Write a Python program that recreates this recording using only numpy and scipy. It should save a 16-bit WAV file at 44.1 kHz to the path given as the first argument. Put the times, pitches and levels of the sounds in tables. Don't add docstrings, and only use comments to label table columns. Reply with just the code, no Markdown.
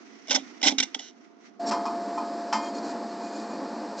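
import sys
import numpy as np
from scipy import signal
from scipy.fft import rfft, irfft, next_fast_len
from scipy.io import wavfile
from scipy.ndimage import uniform_filter1d, map_coordinates

SR = 44100
rng = np.random.default_rng(int(sys.argv[2]) if len(sys.argv) > 2 else 0)


def store_wav(level_fs):
    pcm = np.round(np.clip(np.atleast_2d(level_fs), -1, 1) * 32767)
    wavfile.write(sys.argv[1], SR, pcm.T.astype(np.int16))


N = 176400

CUT_S, CUT_FADE_S = 1.593, 0.01
# f/Hz, level/dB
RASP_SPECTRUM = [(650, -54), (1100, -19.5), (1360, -16.5), (1530, -6.5), (1670, -15.5), (1810, -13.5),
                 (2080, -1), (2320, -3), (2580, -11.5), (2840, -2), (3500, -0.5), (3980, -3), (4250, -9.5),
                 (5180, -3.5), (5500, 2.5), (7900, -17), (8500, -34.5), (8800, -56.5), (12500, -84.5)]


def amp(db):
    return 10 ** (np.asarray(db) / 20)


def unit(x):
    return x / np.sqrt(np.mean(x ** 2) + 1e-20)


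def along(points, hz):
    f, v = np.transpose(points)
    return np.interp(np.log(hz + 1), np.log(f + 1), v)


def curves(rows):
    s, *cols = np.transpose(rows)
    return [np.interp(np.arange(N) / SR, s, c) for c in cols]


def wobble(rate):
    return map_coordinates(rng.standard_normal(int(N * rate / SR) + 4), [np.arange(N) * rate / SR])


def filtered(x, gain):
    m = 2 * next_fast_len(x.shape[-1] // 2 + 4096)
    cepstrum = irfft(np.log(np.maximum(gain(np.fft.rfftfreq(m, 1 / SR)), 1e-6)), m)
    cepstrum[..., 1:m // 2] *= 2
    cepstrum[..., m // 2 + 1:] = 0
    return irfft(rfft(x, m) * np.exp(rfft(cepstrum)), m)[..., :x.shape[-1]]


def coloured(x, points):
    skirts = lambda hz: 1 / (1 + (points[0][0] / (hz + 1) / 1.3) ** 6 + (hz / points[-1][0] / 1.3) ** 6)
    return unit(filtered(x, lambda hz: amp(along(points, hz)) * skirts(hz)))


def add(track, s, x):
    i = round(s * SR)
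    n = min(x.shape[-1], N - i)
    track[..., i:i + n] += x[..., :n]


def handling(tone_hz):
    # f/Hz, level/dB
    room_levels = [(0, -49.5), (.25, -53), (.5, -48), (1.15, -54), (1.6, -54)]
    room_spectrum = [(110, -43), (230, 1), (310, -2), (410, -6), (550, -18.5), (720, -13), (860, -19),
                     (1300, -17), (1800, -28), (3500, -35)]
    # f/Hz, level/dB
    rub_levels = [(0, -57.5), (.22, -56), (.42, -51), (.58, -54.5), (.9, -54), (1.14, -66.5), (1.25, -62),
                  (1.36, -71.5), (1.475, -54), (1.51, -69), (1.6, -70.5)]
    rub_spectrum = [(500, -19.5), (1450, 0.5), (1650, -2.5), (2020, 5), (2400, -2), (3800, -7.5),
                    (5200, -6), (5750, -1), (6700, -9.5), (9000, -34)]
    room_noise = rng.standard_normal((2, N)) + 0.54 * rng.standard_normal(N)
    room = amp(curves(room_levels)[0]) * coloured(room_noise, room_spectrum)
    rub_db = curves(rub_levels)[0] + 1.4 * wobble(90)
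    rub = amp(rub_db) * coloured(rng.standard_normal((2, N)), rub_spectrum)
    return room + rub + amp(-63) * np.sin(2 * np.pi * tone_hz * np.arange(N) / SR)


def diffuse(t60, incoherence=0.64):
    t = np.arange(SR // 3) / SR
    noise = rng.standard_normal(len(t)) + incoherence * rng.standard_normal((2, len(t)))
    spectrum = rfft(noise * amp(-60 * t / t60))
    spectrum /= np.sqrt(uniform_filter1d(np.abs(spectrum) ** 2, size=90, axis=1))
    tail = irfft(spectrum, len(t)) * np.clip((t[-1] - t) / t[-1], 0, 1) ** 2
    return tail / np.linalg.norm(tail[0])


def ringing(modes, t, scatter_db=1):
    return sum(amp(db + scatter_db * rng.standard_normal() - 60 * t / t60) * np.sin(2 * np.pi * hz * t)
               for hz, db, t60 in modes)


def slip_response(spectrum, t60, modes=(), mode_t60=0.054):
    response = diffuse(t60) + amp(-14) * diffuse(t60=0.21)
    t = np.arange(response.shape[1]) / SR
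    response[:, 0] += 0.64
    if modes:
        ring = unit(ringing([(hz, db, mode_t60) for hz, db in modes], t))
        response += amp(-17) * ring / np.sqrt(len(t))
    return coloured(response, spectrum) / np.sqrt(len(t))


def creaks(jitter=0.4, scatter_db=2.5):
    # t/s, length/s, rasp level/dB, groan level/dB
    bursts = [(0.272, 0.0024, -41, -53), (0.282, 0.0071, -38.5, -43), (0.295, 0.0083, -30.5, -46),
              (.307, 0.014, -19.5, -30.5), (0.326, 0.0038, -22, -34.5), (.333, 0.012, -33, -35.5),
              (0.346, 0.016, -18.5, -34.5), (0.36, 0.0064, -27, -36), (0.371, 0.0094, -44.5, -34),
              (0.614, 0.0039, -32, -40.5), (0.6284, 0.005, -19, -27.5), (0.635, 0.0083, -21.5, -31),
              (0.644, 0.013, -23.5, -31.5), (0.66, 0.0099, -18, -28), (0.671, 0.016, -15.5, -34.5),
              (0.691, 0.006, -24, -33), (0.701, 0.022, -34.5, -37.5), (0.718, 0.0016, -32.5, -47),
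              (0.7826, .004, -16, -38.5), (0.789, 0.0056, -26.5, -43.5), (0.8004, 0.0037, -13.5, -37),
              (0.825, .011, -23, -40.5), (0.945, 0.0039, -22.5, -36.5), (0.99, 0.018, -41.5, -49),
              (0.994, 0.0026, -32.5, -44)]
    # f/Hz, level/dB
    part_modes = [(2085, -1), (3061, -1), (3235, 1), (3434, 1), (3532, 1), (3840, -1), (4025, 1), (5441, 1),
                  (5562, 0), (5832, -2), (6067, -2)]
    # f/Hz, level/dB
    groan_spectrum = [(200, -35.5), (330, -16.5), (500, -7.5), (680, -1), (790, 3), (920, -7), (1100, -17),
                      (1600, -42.5)]
    out = np.zeros((2, N))
    for s, length, rasp_db, groan_db in bursts:
        slips_per_s = 1300 * 2 ** ((rasp_db + 20) / 22)
        gap_draws, size_draws = rng.standard_normal((2, 64))
        gaps = np.exp(jitter * gap_draws) / slips_per_s
        onsets = np.cumsum(gaps) - gaps[0]
        inside = onsets < length
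        slips = np.bincount((onsets[inside] * SR).astype(int), amp(scatter_db * size_draws[inside]))
        rasp = slip_response(RASP_SPECTRUM, t60=0.021, modes=part_modes)
        groan = slip_response(groan_spectrum, t60=0.07)
        for response, db in ((rasp, rasp_db), (groan, groan_db)):
            burst = signal.fftconvolve(slips[None], response, axes=1)
            add(out, s, amp(db) * burst * np.sqrt(2 * length * SR / np.sum(burst ** 2)))
    return out


def thuds(attack_s=0.0056):
    # t/s, level/dB
    knocks = [(0.294, -32), (.344, -24), (.396, -33.5), (0.627, -29.5), (0.657, -20.5), (0.667, -23.5),
              (0.718, -24), (.744, -35), (0.777, -32), (0.795, -27), (.957, -36)]
    # f/Hz, level/dB, T60/s
    mount_modes = [(221, -12, 0.19), (265.9, 2, 0.15), (291.4, -3.5, 0.14), (415.6, -9.5, 0.091)]
    out, t = np.zeros(N), np.arange(SR // 3) / SR
    for s, db in knocks:
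        add(out, s, amp(db) * ringing(mount_modes, t) * (1 - np.exp(-t / attack_s)))
    return out


def slow_creak():
    # t/s, slip rate/Hz, level/dB
    creep = [(1.003, 380, -49.5), (1.03, 290, -45.5), (1.06, 254, -48.5), (1.09, 220, -49),
             (1.11, 170, -62)]
    rate, db = curves(creep)
    t = np.arange(N) / SR
    slip_count = np.floor(np.cumsum(rate * np.exp(0.07 * wobble(170))) / SR)
    slips = np.diff(slip_count, prepend=0) * (t > creep[0][0]) * (t < creep[-1][0])
    slips *= amp(db + 1.1 * rng.standard_normal(N)) * np.sqrt(SR / rate)
    return signal.fftconvolve(slips[None], slip_response(RASP_SPECTRUM, t60=0.014), axes=1)[:, :N]


def fading_tone(hz, start_db=-28.5, fall_db_per_s=5.5):
    t = np.arange(N) / SR
    db = start_db - fall_db_per_s * (t - CUT_S) - 0.22 * wobble(6.1)
    return amp(db) * np.sin(2 * np.pi * hz * t + 0.14 * wobble(9.3))


def garage_rush():
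    # t/s, level/dB
    rumble_levels = [(1.6, -41), (1.68, -31), (1.8, -36.5), (2.7, -36), (2.9, -33.5), (3.15, -38),
                     (3.62, -34.5), (4, -37)]
    # f/Hz, level/dB
    rumble_spectrum = [(120, -31.5), (185, -9), (218, 5), (250, -3), (290, 3), (335, -1), (364, -1.5),
                       (400, -7.5), (490, -5.5), (555, -4.5), (640, -7), (760, -10.5), (880, -4),
                       (960, -10), (1120, -11), (1350, -17.5), (1780, -19.5), (2100, -30)]
    hiss_spectrum = [(1000, -7.5), (1700, 7), (2700, -3), (3400, -3.5), (4400, 6), (5000, 5), (6400, -2.5),
                     (7800, -3), (8600, -19.5), (9500, -44)]
    rumble_db = curves(rumble_levels)[0] + 0.68 * wobble(25)
    rumble = amp(rumble_db) * coloured(rng.standard_normal(N), rumble_spectrum)
    return rumble + amp(-51.5) * coloured(rng.standard_normal(N), hiss_spectrum)


def singing(hz, flutter_per_s=85, steady=0.55):
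    shimmer = (wobble(flutter_per_s) + 1j * wobble(flutter_per_s)) / np.sqrt(2) + steady
    return np.abs(shimmer) * np.sin(2 * np.pi * hz * np.arange(N) / SR + np.angle(shimmer))


def scrapes(grain_db=2, contact_swing_db=4):
    # middle t/s, half length/s, hiss level/dB, squeak f/Hz, squeak level/dB
    strokes = [(1.697, .007, -39, 5000, -41), (1.682, .02, -44, 5548, -37.5),
               (1.68, .011, -51, 7400, -39.5), (1.873, .013, -58, 2449, -48), (2.188, .01, -60, 2449, -53),
               (2.66, .038, -54, 6842, -49.5), (2.65, .05, -62, 3205, -50), (2.77, .028, -50, 4350, -45),
               (2.88, .05, -50.5, 7290, -57), (3.25, .04, -57, 6845, -60), (3.38, .07, -53, 6870, -63),
               (3.52, .035, -59, 6842, -62), (4.0, .028, -45, 4950, -46)]
    # f/Hz, level/dB
    grit_spectrum = [(1500, -18), (3400, -12.5), (4400, 0.5), (5400, -3), (6500, -5.5), (7400, -5.5),
                     (9600, -32)]
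    # f/Hz, level in light contact/dB, level of a stroke's swell/dB
    rubbed_modes = [(2449, -73, -59), (4335, -64, -68), (4877, -62, -63), (6850, -78, -65),
                    (7290, -74, -64)]
    t = np.arange(N) / SR
    sliding, hiss_gain, squeaks = np.zeros((3, N))
    for s, half_length, hiss_db, hz, squeak_db in strokes:
        push = np.exp(-((t - s) / half_length) ** 4)
        sliding = np.maximum(sliding, push)
        hiss_gain += amp(hiss_db) * push
        squeaks += amp(squeak_db) * push * singing(hz)
    grit = hiss_gain * coloured(rng.standard_normal(N) * amp(grain_db * wobble(700)), grit_spectrum)
    out = grit + squeaks
    for hz, light_db, stroke_db in rubbed_modes:
        drive = amp(light_db + contact_swing_db * wobble(1.8)) + amp(stroke_db) * sliding
        out += drive * singing(hz)
    return out


def clanks(favour_db=6, clang_top_hz=1500, attack_s=0.00081):
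    # t/s, clang level/dB, ring level/dB, crash level/dB, favoured f/Hz
    blows = [(1.71, -20.5, -34.5, -33, 4335), (1.717, -21, -46.5, -35, 4877), (1.736, -26, -49.5, -46, 998),
             (1.854, -20, -44, -40.5, 1120), (2.176, -22.5, -49, -52, 1254), (2.526, -16, -28, -31.5, 3101),
             (2.534, -30, -31.5, -31.5, 5561), (2.561, -33, -39.5, -42, 2449)]
    # f/Hz, level/dB, T60/s
    steel_modes = [(872, -3, .3), (897, -4, .22), (998, -9, .25), (1030, -3, .19), (1120, -12, .13),
                   (1254, -13.5, .5), (1803, -5, .35), (2121, -8, .45), (2449, -8, .38), (3101, -8, .26),
                   (3205, -7, .45), (4335, -10, .5), (4877, -6, .3), (5443, 0, .28), (5561, -7, .25),
                   (6255, -9, .16), (6842, -17, .4), (7262, -9, .2)]
    # f/Hz, level/dB
    clang_spectrum = [(250, -22.5), (770, -10), (880, 5.5), (1100, 1.5), (1300, -7), (2000, -40)]
    crash_spectrum = [(900, -13.5), (1400, 8), (2100, -4), (3700, -6.5), (5200, 6), (6800, -11.5),
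                      (7500, -4), (9600, -38.5)]
    knock_t60, clang_t60, crash_t60 = 0.038, 0.43, 0.15
    out, t = np.zeros(N), np.arange(SR) / SR
    for s, clang_db, ring_db, crash_db, favoured_hz in blows:
        favoured = min(steel_modes, key=lambda mode: abs(mode[0] - favoured_hz))[0]
        modes = [(hz, db + favour_db * (hz == favoured), t60) for hz, db, t60 in steel_modes]
        clang_noise, crash_noise, knock_noise = rng.standard_normal((3, len(t)))
        dull_noise = coloured(knock_noise, [(1150, -0.5), (2000, -5.5)])
        knock = amp(ring_db + 2.5 - 60 * t / knock_t60) * dull_noise
        clang = ringing([m for m in modes if m[0] < clang_top_hz], t) / 2
        clang += amp(-12 - 60 * t / clang_t60) * coloured(clang_noise, clang_spectrum)
        ring = ringing([m for m in modes if m[0] >= clang_top_hz], t) / 2
        crash = amp(crash_db - 60 * t / crash_t60) * coloured(crash_noise, crash_spectrum)
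        blow = knock + amp(clang_db) * clang + amp(ring_db) * ring + crash
        add(out, s, blow * (1 - np.exp(-t / attack_s)))
    return out


def to_the_right(stereo, right_lag_s=0.00006):
    # f/Hz, left minus right level/dB
    balance = [(180, -3.5), (550, -10.5), (1300, -2), (3800, -2.5), (4500, -7.5), (5600, -13.5),
               (6600, -10), (7600, -3), (8700, 0)]

    def pan_gains(hz):
        gains = amp(along(balance, hz) * np.array([[0.5], [-0.5]]))
        return gains / np.sqrt(np.mean(gains ** 2, axis=0))
    left, right = filtered(stereo, pan_gains)
    return np.array([left, map_coordinates(right, [np.arange(N) - right_lag_s * SR])])


def scene():
    tone_hz = 691.4
    twisting = to_the_right(creaks() + slow_creak() + thuds() + handling(tone_hz))
    steel_work = clanks() + scrapes() + fading_tone(tone_hz) + garage_rush()
    fade = np.clip((np.arange(N) / SR - CUT_S) / CUT_FADE_S, 0, 1)
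    return twisting * (1 - fade) + steel_work * fade


def record(dry):
    low_cut_hz, top_hz = 183.4, 9400
    thin = filtered(dry, lambda hz: 1 / np.sqrt(1 + (low_cut_hz / (hz + 1)) ** 14))
    return filtered(thin, lambda hz: 1 / np.sqrt(1 + (hz / top_hz) ** 80))


dry = scene()
out = record(dry)
store_wav(out)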